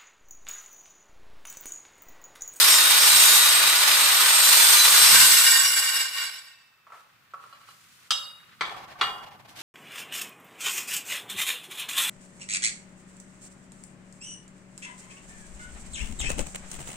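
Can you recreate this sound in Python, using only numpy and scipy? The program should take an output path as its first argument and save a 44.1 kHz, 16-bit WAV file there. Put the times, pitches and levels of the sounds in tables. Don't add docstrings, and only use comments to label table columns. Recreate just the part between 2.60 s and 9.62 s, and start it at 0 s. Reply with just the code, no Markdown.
import sys
import numpy as np
from scipy import signal
from scipy.fft import rfft, irfft
from scipy.io import wavfile

SR = 44100
rng = np.random.default_rng(int(sys.argv[2]) if len(sys.argv) > 2 else 0)


def store_wav(level_fs):
    pcm = np.round(np.clip(np.atleast_2d(level_fs), -1, 1) * 32767)
    wavfile.write(sys.argv[1], SR, pcm.T.astype(np.int16))


N = 309582
T = np.arange(N) / SR
HZ = np.fft.rfftfreq(N, 1 / SR)


def amp(db):
    return 10 ** (np.asarray(db) / 20)


def unit(x):
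    return x / np.sqrt(np.mean(x ** 2) + 1e-20)


def curve(rows):
    rows = np.asarray(rows, float)
    return np.interp(T, rows[:, 0], rows[:, 1])


def read(points, hz):
    f, value = np.transpose(points)
    return np.interp(np.log(hz + 1), np.log(f + 1), value)


def add(mix, s, sound):
    part = mix[:, round(s * SR):][:, :sound.shape[1]]
    part += sound[:, :part.shape[1]]


def colour(x, gain):
    return unit(irfft(rfft(x) * gain, N))


def wander(hz):
    knots = np.arange(0, T[-1] + 1, .4 / hz)
    return unit(np.interp(T, knots, rng.standard_normal(N)[:len(knots)]))


def noise(size=N, shared=0.27):
    z, shared = rng.standard_normal((3, size)), np.clip(shared, 0, 1)
    return np.sqrt(shared) * z[2] + np.sqrt(1 - shared) * z[:2]


def peaks(rows):
    return sum(amp(db) ** 2 / (1 + ((HZ - hz) / (0.56 * width)) ** 2) ** 2 for hz, width, db in rows)


def swell(s, half):
    return np.exp(-((T - s) / half) ** 2)


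def stroke(start, end, attack=0.074, release=0.027):
    return np.clip((T - start) / attack, 0, 1) * np.exp(-np.maximum(T - end, 0) / release)


# pitch_hz, t60_s
ROOM_DECAY = [(100, 0.7), (800, 0.85), (2000, 0.32), (5000, 0.24), (14000, 0.87)]


def room(x):
    hz, t, z = signal.stft(rng.standard_normal((2, SR)), SR, nperseg=256)
    fade = amp(-60 * t / read(ROOM_DECAY, hz)[:, None])
    tail = signal.istft(z * fade, SR, nperseg=256)[1]
    tail[:, :200] = 0
    return signal.fftconvolve(x, tail / np.linalg.norm(tail[0]), axes=1)[:, :N]


def reflections(x, wet_db, t60=0.044, count=120):
    taps = np.zeros((2, SR // 25))
    at = rng.integers(0, taps.shape[1], (2, count))
    strength = rng.choice([-1, 1], at.shape) * amp(-60 * at / SR / t60)
    np.put_along_axis(taps, at, strength, 1)
    taps /= np.linalg.norm(taps, axis=1, keepdims=True)
    echo = signal.oaconvolve(x, taps, axes=1)[:, :N]
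    return (x + amp(wet_db) * echo) / np.sqrt(1 + amp(wet_db) ** 2)


OFF_S, RUN_TURNS_PER_S, COAST_S = 2.55, 72, 0.57


def speed():
    return np.exp(-np.maximum(T - OFF_S, 0) / COAST_S)


def turning():
    return 2 * np.pi * np.cumsum(RUN_TURNS_PER_S * speed()) / SR


FREE_S, FREE_WIDTH_S = 2.806, 0.069


def free():
    return .5 + .5 * np.tanh((T - FREE_S) / (2 * FREE_WIDTH_S))


# time_s, bite_db
BITE = [(0, -21), (.33, -25), (.56, -21), (.84, -22.5), (1.02, -27.5), (1.66, -25.5), (1.93, -21.5),
        (2.3, -22), (2.58, -21)]
ORDINARY_BITE_DB = -22.5


def extra_bite():
    return curve(BITE) - ORDINARY_BITE_DB


def grit(grain_db, chatter_db, runout_db):
    angle = turning()
    runout = np.sin(angle) + .7 * np.sin(3 * angle)
    pressure_db = grain_db * wander(1700) + chatter_db * wander(45) + runout_db * runout
    return reflections(noise(shared=0.43) * amp(pressure_db), wet_db=-9.0)


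# pitch_hz, density_db (per Hz)
GRIND_COLOUR = [(88, -63), (150, -43), (230, -23), (350, -20.5), (450, -16), (750, -11.5), (1100, -3.5),
                (2020, -6), (3200, -3), (4400, -5), (5300, -5.5), (5850, -9), (6800, -7), (7620, -9),
                (9080, -7), (14800, -9.5), (16000, -33)]
# pitch_hz, density_db (per Hz)
BENCH_COLOUR = [(25, -13.5), (60, -2), (110, 1), (210, -1.5), (400, -9.5), (1000, -66.5)]
# pitch_hz, width_hz, level_db (relative)
LOADED_RESONANCES = [(1455, 40, -4), (1560, 40, -8), (2690, 25, -8), (3468, 16, -4), (3815, 24, -7),
                     (4001, 10, -4), (4275, 40, -7), (4462, 14, -5), (4628, 16, -4), (4993, 12, -3),
                     (5522, 12, -4), (6120, 18, -4), (6265, 18, -4), (7035, 40, -4), (7157, 25, -3.5),
                     (7290, 20, -9), (8000, 30, -4), (8560, 70, 1), (12257, 25, -8), (12450, 30, -5),
                     (13276, 16, -5)]
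# time_s, half_length_s, level_db
BENCH_JUDDERS = [(.437, .012, -45), (0.558, .05, -56), (2.56, 0.17, -47)]
BODY_DB, BODY_FOLLOW = -23, .05
UNLOAD_DB_PER_S = 20
BENCH_DB = -58


def grinding():
    chips = grit(grain_db=1.0, chatter_db=1.31, runout_db=0.3)
    spectrum = amp(read(GRIND_COLOUR, HZ))
    treble = 1 / (1 + (4200 / (HZ + 1)) ** 4)
    bite = curve(BITE)
    unload_db = UNLOAD_DB_PER_S * np.maximum(T - OFF_S, 0)
    body_db = BODY_DB + BODY_FOLLOW * extra_bite() - unload_db
    hiss = colour(chips, spectrum * (1 - treble)) * amp(body_db)
    hiss += colour(chips, spectrum * treble) * amp(bite + 3.0)
    ring = np.zeros((2, N))
    for k in range(4):
        group = np.sqrt(peaks(LOADED_RESONANCES[k::4]))
        ring += colour(noise(shared=.25), group) * amp(2.2 * wander(9))
    jolt = amp(BENCH_DB) + sum(amp(db) * swell(s, half) for s, half, db in BENCH_JUDDERS)
    shake = colour(noise(shared=0.11), amp(read(BENCH_COLOUR, HZ))) * jolt * amp(2 * wander(15.0))
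    return (hiss + ring * amp(bite - 7.5) + shake) * np.sqrt(1 - free())


PINGS_PER_S, PING_LOW_HZ, PING_HIGH_HZ = 260, 950, 5400
PING_S, PING_DB = .04, -28.5


def pings(spread_db=2.5, follow=0.35):
    out, t = np.zeros((2, N)), np.arange(0, 3 * PING_S, 1 / SR)
    shape = t / PING_S * np.exp(-2 * t / PING_S) * np.cos(np.pi / 2 * t / t[-1])
    for when, pitch, size, left, right in rng.random((round(PINGS_PER_S * FREE_S), 5)):
        hz = PING_LOW_HZ * (PING_HIGH_HZ / PING_LOW_HZ) ** pitch
        phase = np.array([[left], [left + right / 2]])
        tone = np.sin(2 * np.pi * (hz * t + phase))
        add(out, when * FREE_S, amp(-spread_db * np.log(size + .05)) * shape * tone)
    level = np.sqrt(FREE_S / T[-1]) * amp(PING_DB + follow * extra_bite())
    return unit(out) * level * np.sqrt(1 - free())


# time_s, level_db
SING_LEVEL = [(0, -28), (.22, -24), (.37, -25), (.42, -42), (.52, -31), (.66, -25), (.86, -23.5),
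              (1.0, -28), (1.1, -26), (1.2, -38), (1.36, -28.5), (1.7, -37), (2.3, -40)]
SING_START_HZ, SING_END_HZ, SING_SETTLE_S = 3705, 3832, .55


def singing(jitter_hz=8, flutter_db=1.3, trim_db=1.5):
    climb = (SING_START_HZ - SING_END_HZ) * np.exp(-T / SING_SETTLE_S)
    hz = SING_END_HZ + climb + jitter_hz * wander(90)
    turns = np.cumsum(hz) / SR + np.array([[0], [1 / 6]])
    level = amp(curve(SING_LEVEL) + trim_db + flutter_db * wander(30))
    return np.sin(2 * np.pi * turns) * level * (1 - free())


# start_s, end_s, pitch_hz, level_db (before the trim)
WHISTLES = [(.0, .06, 4993, -32), (.09, .17, 4993, -30), (.05, .18, 5515, -29), (.08, .25, 7157, -31),
            (.37, .45, 4985, -31), (.38, .51, 5535, -30), (.49, .6, 4015, -31), (.49, .58, 3890, -31),
            (.56, .63, 5522, -30), (.55, .8, 7035, -30), (1.06, 1.13, 4001, -31), (1.12, 1.4, 4993, -35),
            (1.8, 1.93, 4001, -30), (1.81, 1.92, 7157, -32), (1.97, 2.04, 6275, -31),
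            (2.14, 2.22, 6265, -31), (2.14, 2.3, 4001, -26), (2.33, 2.52, 4001, -29.5),
            (2.36, 2.55, 5530, -33), (2.46, 2.56, 4993, -29), (2.587, 2.613, 7200, -22),
            (3.02, 3.12, 5717, -31), (3.33, 3.41, 2835, -32)]


def screeches(jitter_hz=22, flutter_db=2, trim_db=5.0):
    out, drift = np.zeros((2, N)), wander(80)
    flutter = amp(trim_db + flutter_db * wander(32))
    for start, end, hz, db in WHISTLES:
        span = slice(round(start * SR), round(end * SR))
        turns = np.cumsum(hz + jitter_hz * drift[span]) / SR + 0.2 * rng.random((2, 1))
        fade = signal.windows.tukey(turns.shape[1], .5)
        add(out, start, np.sin(2 * np.pi * turns) * amp(db) * flutter[span] * fade)
    return out + amp(-9) * room(out)


SQUEAL_DB, SQUEAL_FOLLOW = -17, 1
SQUEAL_REST_HZ, SQUEAL_STIFFEN_HZ = 7740, 590


def squeal(jitter_hz=38, burst_db=5, drift_hz=18):
    hz = SQUEAL_REST_HZ + SQUEAL_STIFFEN_HZ * speed() ** 2
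    hz += jitter_hz * wander(70) + drift_hz * wander(3.7)
    bursts = unit(amp(burst_db * np.tanh(wander(40)) * 1.5))
    level = amp(SQUEAL_DB + SQUEAL_FOLLOW * extra_bite()) * (1 - free())
    tone = np.sin(2 * np.pi * np.cumsum(hz) / SR) * bursts * level
    return 0.5 * tone + 0.5 * room(np.array([tone, tone]))


# time_s, level_db
MURMUR_LEVEL = [(3.3, -75.5), (4.15, -82.5), (4.6, -75.5), (5.8, -70.5), (6.1, -65), (7.02, -63.5)]
# pitch_hz, density_db (per Hz)
MURMUR_COLOUR = [(25, -24.5), (60, -15), (105, 4), (190, 0), (300, -8), (700, -20), (3000, -30.5)]
# pitch_hz, density_db (per Hz)
AIR_COLOUR = [(300, -15), (700, -8), (1300, 0), (2500, -5), (5000, -15.5), (10000, -22.5), (15500, -14.5)]
AIR_DB = -64


def room_noise():
    murmur = colour(noise(), amp(read(MURMUR_COLOUR, HZ))) * amp(curve(MURMUR_LEVEL) + 5.0)
    return murmur + colour(noise(), amp(read(AIR_COLOUR, HZ))) * amp(AIR_DB)


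# time_s, level_db (before trims)
RUB_LEVEL = [(2.55, -7.5), (2.75, -20), (3.15, -26), (3.5, -37.5), (3.72, -39), (3.9, -52.5), (4.08, -65.5)]
# time_s, level_db (relative)
RUB_TREBLE_LEVEL = [(2.6, 1), (3.2, 2.5), (3.7, -5.5), (4.1, -10.5)]
# pitch_hz, density_db (per Hz)
RUB_COLOUR = [(88, -70.5), (150, -24.5), (420, -21.5), (550, -13.5), (680, -16.5), (820, -7.5),
              (1500, -6.5), (2550, -6.5), (2810, -5), (3160, -10.5), (5250, -9), (6200, -20), (7180, -27.5),
              (7800, -16), (8560, -24.5), (11000, -10.5), (14000, -18.5), (16000, -30.5)]
# time_s, half_length_s, extra_db
SIDE_CATCHES = [(2.847, 0.014, 3), (2.968, 0.015, 2), (3.054, 0.01, 0), (3.154, 0.0098, -3),
                (3.194, 0.015, 2.5), (3.238, 0.017, 2.5), (3.395, 0.074, 7.5), (3.611, 0.066, 8),
                (3.878, 0.027, 2.5)]
# pitch_hz, width_hz, level_db (relative)
FREE_RESONANCES = [(1095, 80, 2.5), (1460, 60, 7), (1555, 80, 10.5), (1852, 50, 12), (2116, 40, 9),
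                   (2304, 60, 10), (2825, 55, 11), (2910, 130, 7), (3400, 150, 2), (3720, 130, 7.5),
                   (3980, 140, 6), (4580, 170, 7), (4755, 90, 12), (5310, 90, 11), (5520, 80, 8),
                   (5717, 25, 11), (5975, 80, 10), (6660, 180, 12), (7020, 110, 16), (7590, 100, 10),
                   (7785, 120, 15.5), (7930, 80, 9), (8096, 40, 11), (8199, 40, 10), (8800, 200, 7),
                   (9330, 200, 7)]
# pitch_hz, level_db (before REST_DB), t60_s
REST_RING = [(1104, -77, 2.2), (1857, -70, 1.5), (2288, -76, 1), (2627, -65, 2.2), (3666, -72, 1.6),
             (4657, -79, 1.2), (5071, -80, 2), (5647, -79, 1)]
RUB_STOP_DB_PER_S = 91
REST_S, REST_DB, REST_RISE_DB_PER_S = 3.93, 4, 78


def coasting(swell_db=4.5):
    chips = grit(grain_db=1.5, chatter_db=0.95, runout_db=-0.17)
    treble = 1 / (1 + (6500 / (HZ + 1)) ** 8)
    spectrum = rfft(chips) * amp(read(RUB_COLOUR, HZ))
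    scrape = .55 * irfft(spectrum, N)
    for k in range(3):
        group = np.sqrt(peaks(FREE_RESONANCES[k::3]))
        scrape += irfft(spectrum * group, N) * amp(swell_db * np.tanh(wander(17)))
    contact_db = curve(RUB_LEVEL) + sum(db * swell(s, half) for s, half, db in SIDE_CATCHES)
    contact_db -= RUB_STOP_DB_PER_S * np.maximum(T - RUB_LEVEL[-1][0], 0)
    rub = colour(scrape, 1 - treble) * amp(1.5)
    rub += colour(scrape, treble) * amp(curve(RUB_TREBLE_LEVEL))
    ring = np.zeros((2, N))
    for hz, db, t60 in REST_RING:
        level = amp(db + 2 * wander(30) - 60 * np.maximum(T - REST_S, 0) / t60)
        ring += level * np.sin(2 * np.pi * (hz * T + rng.random((2, 1)) / np.pi))
    rise = amp(REST_DB + REST_RISE_DB_PER_S * np.minimum(T - REST_S, 0))
    return rub * amp(contact_db) * np.sqrt(free()) + ring * rise


def ringing(modes, t, scatter=.4, flutter_hz=28):
    out, knots = np.zeros((2, len(t))), np.arange(0, t[-1] + 1, 1 / flutter_hz)
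    for hz, db, t60 in modes:
        turn = np.exp(2j * np.pi * (hz * t + rng.random())) * amp(db - 60 * t / t60)
        turn *= .9 + .4 * np.exp(2j * np.pi * flutter_hz * rng.uniform(.4, 1.4) * t)
        for side in out:
            z = rng.standard_normal((2, 200))[:, :len(knots)]
            echo = np.interp(t, knots, z[0] + 1j * z[1])
            side += (turn * (0.81 * np.exp(2j * rng.random()) + scatter * echo)).imag
    return out


# pitch_hz, level_db (relative), t60_s
FRAME = [(572, -14, 0.34), (785, -13, 0.26), (1130, 6, 0.079), (1266, -7, 0.24), (1327, 8, 0.059)]


def blows(rows, spectrum, modes, frame_db, attack_s, wet_db):
    out, t = np.zeros((2, N)), np.arange(SR) / SR
    shape = amp(read(spectrum, np.fft.rfftfreq(SR, 1 / SR)))
    steel, frame = ringing(modes, t), ringing(FRAME, t)
    for s, db, t60, ring_db in rows:
        crack = unit(irfft(rfft(noise(size=SR, shared=0.84)) * shape, SR)) * amp(2.0 - 60 * t / t60)
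        rattle = crack + amp(frame_db) * frame
        blow = rattle + amp(wet_db) * room(rattle)[:, :SR] + amp(ring_db) * steel
        add(out, s, amp(db) * blow * (1 - np.exp(-t / attack_s)))
    return out


# time_s, level_db, t60_s, guard_ring_db (against the blow)
ARM_CLUNKS = [(4.267, -54.5, 0.17, -41), (4.3, -53.5, 0.11, -44), (4.32, -48, 0.17, -30),
              (4.341, -52, 0.24, -24), (4.736, -42, .04, -30), (4.742, -43.5, 0.033, -28.5),
              (4.767, -58.5, 0.068, -24.5), (4.838, -48.5, .04, -18), (4.851, -56, .05, -21),
              (4.926, -49.5, 0.019, -6.5), (5.01, -60, 0.087, -3), (5.087, -51.5, 0.041, -4)]
# pitch_hz, density_db (per Hz)
ARM_COLOUR = [(40, -23), (200, -31), (450, 9.5), (1200, 16.5), (3600, -4), (9000, -13), (15000, -27)]
# pitch_hz, level_db (relative), t60_s
GUARD = [(2930, 0.5, 0.23), (3330, -8.5, 0.23), (4100, -0.5, 0.24), (4450, -5, .22), (4830, -6, 0.29)]


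def clunks():
    return blows(ARM_CLUNKS, ARM_COLOUR, GUARD, frame_db=-2.5, attack_s=0.002, wet_db=-4.5)


# start_s, end_s, body_db, hiss_db (before trims)
GUARD_SLIDES = [(4.3, 4.408, -59, -60.5), (4.408, 4.84, -65.5, -71), (4.776, 5.093, -60.5, -61.5),
                (5.044, 5.475, -63, -56.5), (5.482, 6.052, -58.5, -65)]
# pitch_hz, density_db (per Hz)
SLIDE_BODY_COLOUR = [(200, -26), (450, -8), (800, -13), (1250, 9.5), (2200, 3), (4500, -4), (8000, -35)]
# pitch_hz, density_db (per Hz)
SLIDE_HISS_COLOUR = [(600, -23), (2000, 7), (4500, 5), (7500, 4.5), (11000, 0.5), (15500, -4)]


def sliding():
    body_move = sum(amp(db) * stroke(start, end) for start, end, db, _ in GUARD_SLIDES)
    hiss_move = sum(amp(db) * stroke(start, end) for start, end, _, db in GUARD_SLIDES)
    body = colour(noise(), amp(read(SLIDE_BODY_COLOUR, HZ))) * body_move
    hiss = colour(noise(), amp(read(SLIDE_HISS_COLOUR, HZ))) * hiss_move
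    return body * amp(-0.5 + 4.5 * np.tanh(wander(27))) + hiss * amp(-2.5 + 1.0 * wander(60))


# time_s, level_db, t60_s, blade_ring_db (against the blow)
STOP_HITS = [(5.506, -19.5, 0.072, -4), (5.519, -20, 0.023, -42)]
# pitch_hz, density_db (per Hz)
STOP_HIT_COLOUR = [(40, -43), (200, -38), (450, -12), (800, -5.5), (1200, 6), (1700, 3.5), (2400, 2),
                   (3300, 17), (4200, 8), (9000, -3), (15000, -17)]
# pitch_hz, level_db (relative), t60_s
STRUCK_BLADE = [(2853, -7, .68), (3100, -8, .36), (3350, -4.5, .38), (3773, -2, .58), (4457, -6, .4),
                (4778, -7, .48), (5130, -3, .36), (5455, -13, .25), (5733, -11, .3), (6090, -12, .25),
                (6540, -11, .2), (7461, -14, .36), (7765, -7, .27), (8345, -19, .36)]


def stop_hits():
    return blows(STOP_HITS, STOP_HIT_COLOUR, STRUCK_BLADE, frame_db=-19.0, attack_s=0.00054, wet_db=-2.5)


# pitch_hz, level_db (relative), t60_s
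CUT_BAR = [(732, -7, .6), (808, -4, .6), (1030, -1, .55), (1128, -3, .45), (1190, -4, .5), (1362, -2, .5),
           (1540, -6, .35), (1811, -6, .45), (2095, -9, .36), (2250, -8, .36), (2420, -8, .4),
           (2853, -10, .5), (3100, -4, .35), (3284, 0, .52), (3375, -1, .44), (3542, -5, .28),
           (3765, -6, .4), (4253, -8, .35), (4657, -8, .35), (4785, -7, .45), (6013, -19, .45),
           (7465, -21, .4), (7775, -18, .4)]
FAVOUR_DB, FAVOUR_HZ = 14.5, 130


def bar_modes(favoured_hz):
    modes = []
    for hz, db, t60 in CUT_BAR:
        favour = np.exp(-((hz - favoured_hz) / FAVOUR_HZ) ** 2)
        modes.append((hz, db + FAVOUR_DB * favour, t60))
    return modes


# time_s, level_db, t60_s, bar_ring_db (against the blow), favoured_hz
BAR_KNOCKS = [(6.009, -21, 0.055, -17.5, 2220), (6.02, -31, 0.081, -19, 1190),
              (6.051, -38, 0.12, -15.5, 3360), (6.094, -33.5, 0.038, -29, 1200),
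              (6.139, -46, .1, -14, 1180), (6.322, -53, .04, -27, 1030), (6.399, -46, .11, -14, 2860),
              (6.411, -18.5, 0.089, -12, 2855), (6.426, -30, .06, -21, 1030), (6.444, -38, .034, -27, 3540)]
# pitch_hz, density_db (per Hz)
BAR_KNOCK_COLOUR = [(40, -28), (200, -19), (450, -6), (600, -12), (1150, 6.5), (1900, 2), (2280, 5),
                    (2650, -9), (3700, -3), (4500, -4), (5400, -16), (9000, -26), (15000, -43)]


def bar_knocks():
    out = np.zeros((2, N))
    for *row, hz in BAR_KNOCKS:
        out += blows([row], BAR_KNOCK_COLOUR, bar_modes(hz), frame_db=-14.0, attack_s=0.00055, wet_db=-1.5)
    return out


# start_s, end_s, level_db
BAR_DRAGS = [(6.013, 6.247, -48.5), (6.264, 6.634, -48), (6.624, 7.02, -56.5)]
# pitch_hz, density_db (per Hz)
BAR_DRAG_COLOUR = [(200, -4.5), (500, 0), (800, 11.5), (1250, -0.5), (2200, 0), (4500, -8.5), (8000, -19),
                   (15000, -24)]
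# start_s, end_s, level_db
EDGE_SCRAPES = [(6.875, 6.907, -52.5), (6.953, 7.02, -47), (6.985, 6.999, -48)]
# pitch_hz, density_db (per Hz)
EDGE_COLOUR = [(180, -27), (300, 0), (634, -25), (900, -3), (1140, -26), (1230, -3), (3400, -2),
               (14000, -14.5), (16000, -23)]
RATTLE_DB, RATTLE_SWING_DB, RATTLE_WIDTH_HZ = -11, 11, 45


def dragging():
    pull = sum(amp(db) * stroke(start, end) for start, end, db in BAR_DRAGS)
    edge = sum(amp(db) * stroke(start, end, 0.016, 0.027) for start, end, db in EDGE_SCRAPES)
    drag = colour(noise(), amp(read(BAR_DRAG_COLOUR, HZ))) * pull * amp(7.3 * np.tanh(wander(28)))
    for k in range(3):
        modes = peaks([(hz, RATTLE_WIDTH_HZ, db) for hz, db, _ in CUT_BAR[k:9:3]])
        chatter = amp(RATTLE_DB + RATTLE_SWING_DB * np.tanh(wander(30)))
        drag += colour(noise(), np.sqrt(modes)) * pull * chatter
    return drag + colour(noise(), amp(read(EDGE_COLOUR, HZ))) * edge * amp(2.1 * wander(213))


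def scene():
    cut = grinding() + pings() + singing() + screeches() + squeal()
    handling = clunks() + sliding() + stop_hits() + bar_knocks() + dragging()
    return cut + room_noise() + coasting() + handling


# pitch_hz, gain_db (of their difference)
STEREO_WIDTH = [(50, -5), (130, -4), (300, -5.5), (600, -2.5), (1100, -1), (2200, 0.5), (4500, 3),
                (8000, 0), (12000, 3.5)]
EDGE_HZ = 15600


def record(dry):
    mid, side = (dry[0] + dry[1]) / 2, (dry[0] - dry[1]) / 2
    width = amp(read(STEREO_WIDTH, np.fft.rfftfreq(2 * N, 1 / SR)))
    side = irfft(rfft(side, 2 * N) * width, 2 * N)[:N]
    lowpass = signal.firwin(511, EDGE_HZ, window=("kaiser", 9), fs=SR)
    return signal.oaconvolve(np.array([mid + side, mid - side]), lowpass[None], "same")


dry = scene()
out = record(dry)
store_wav(out)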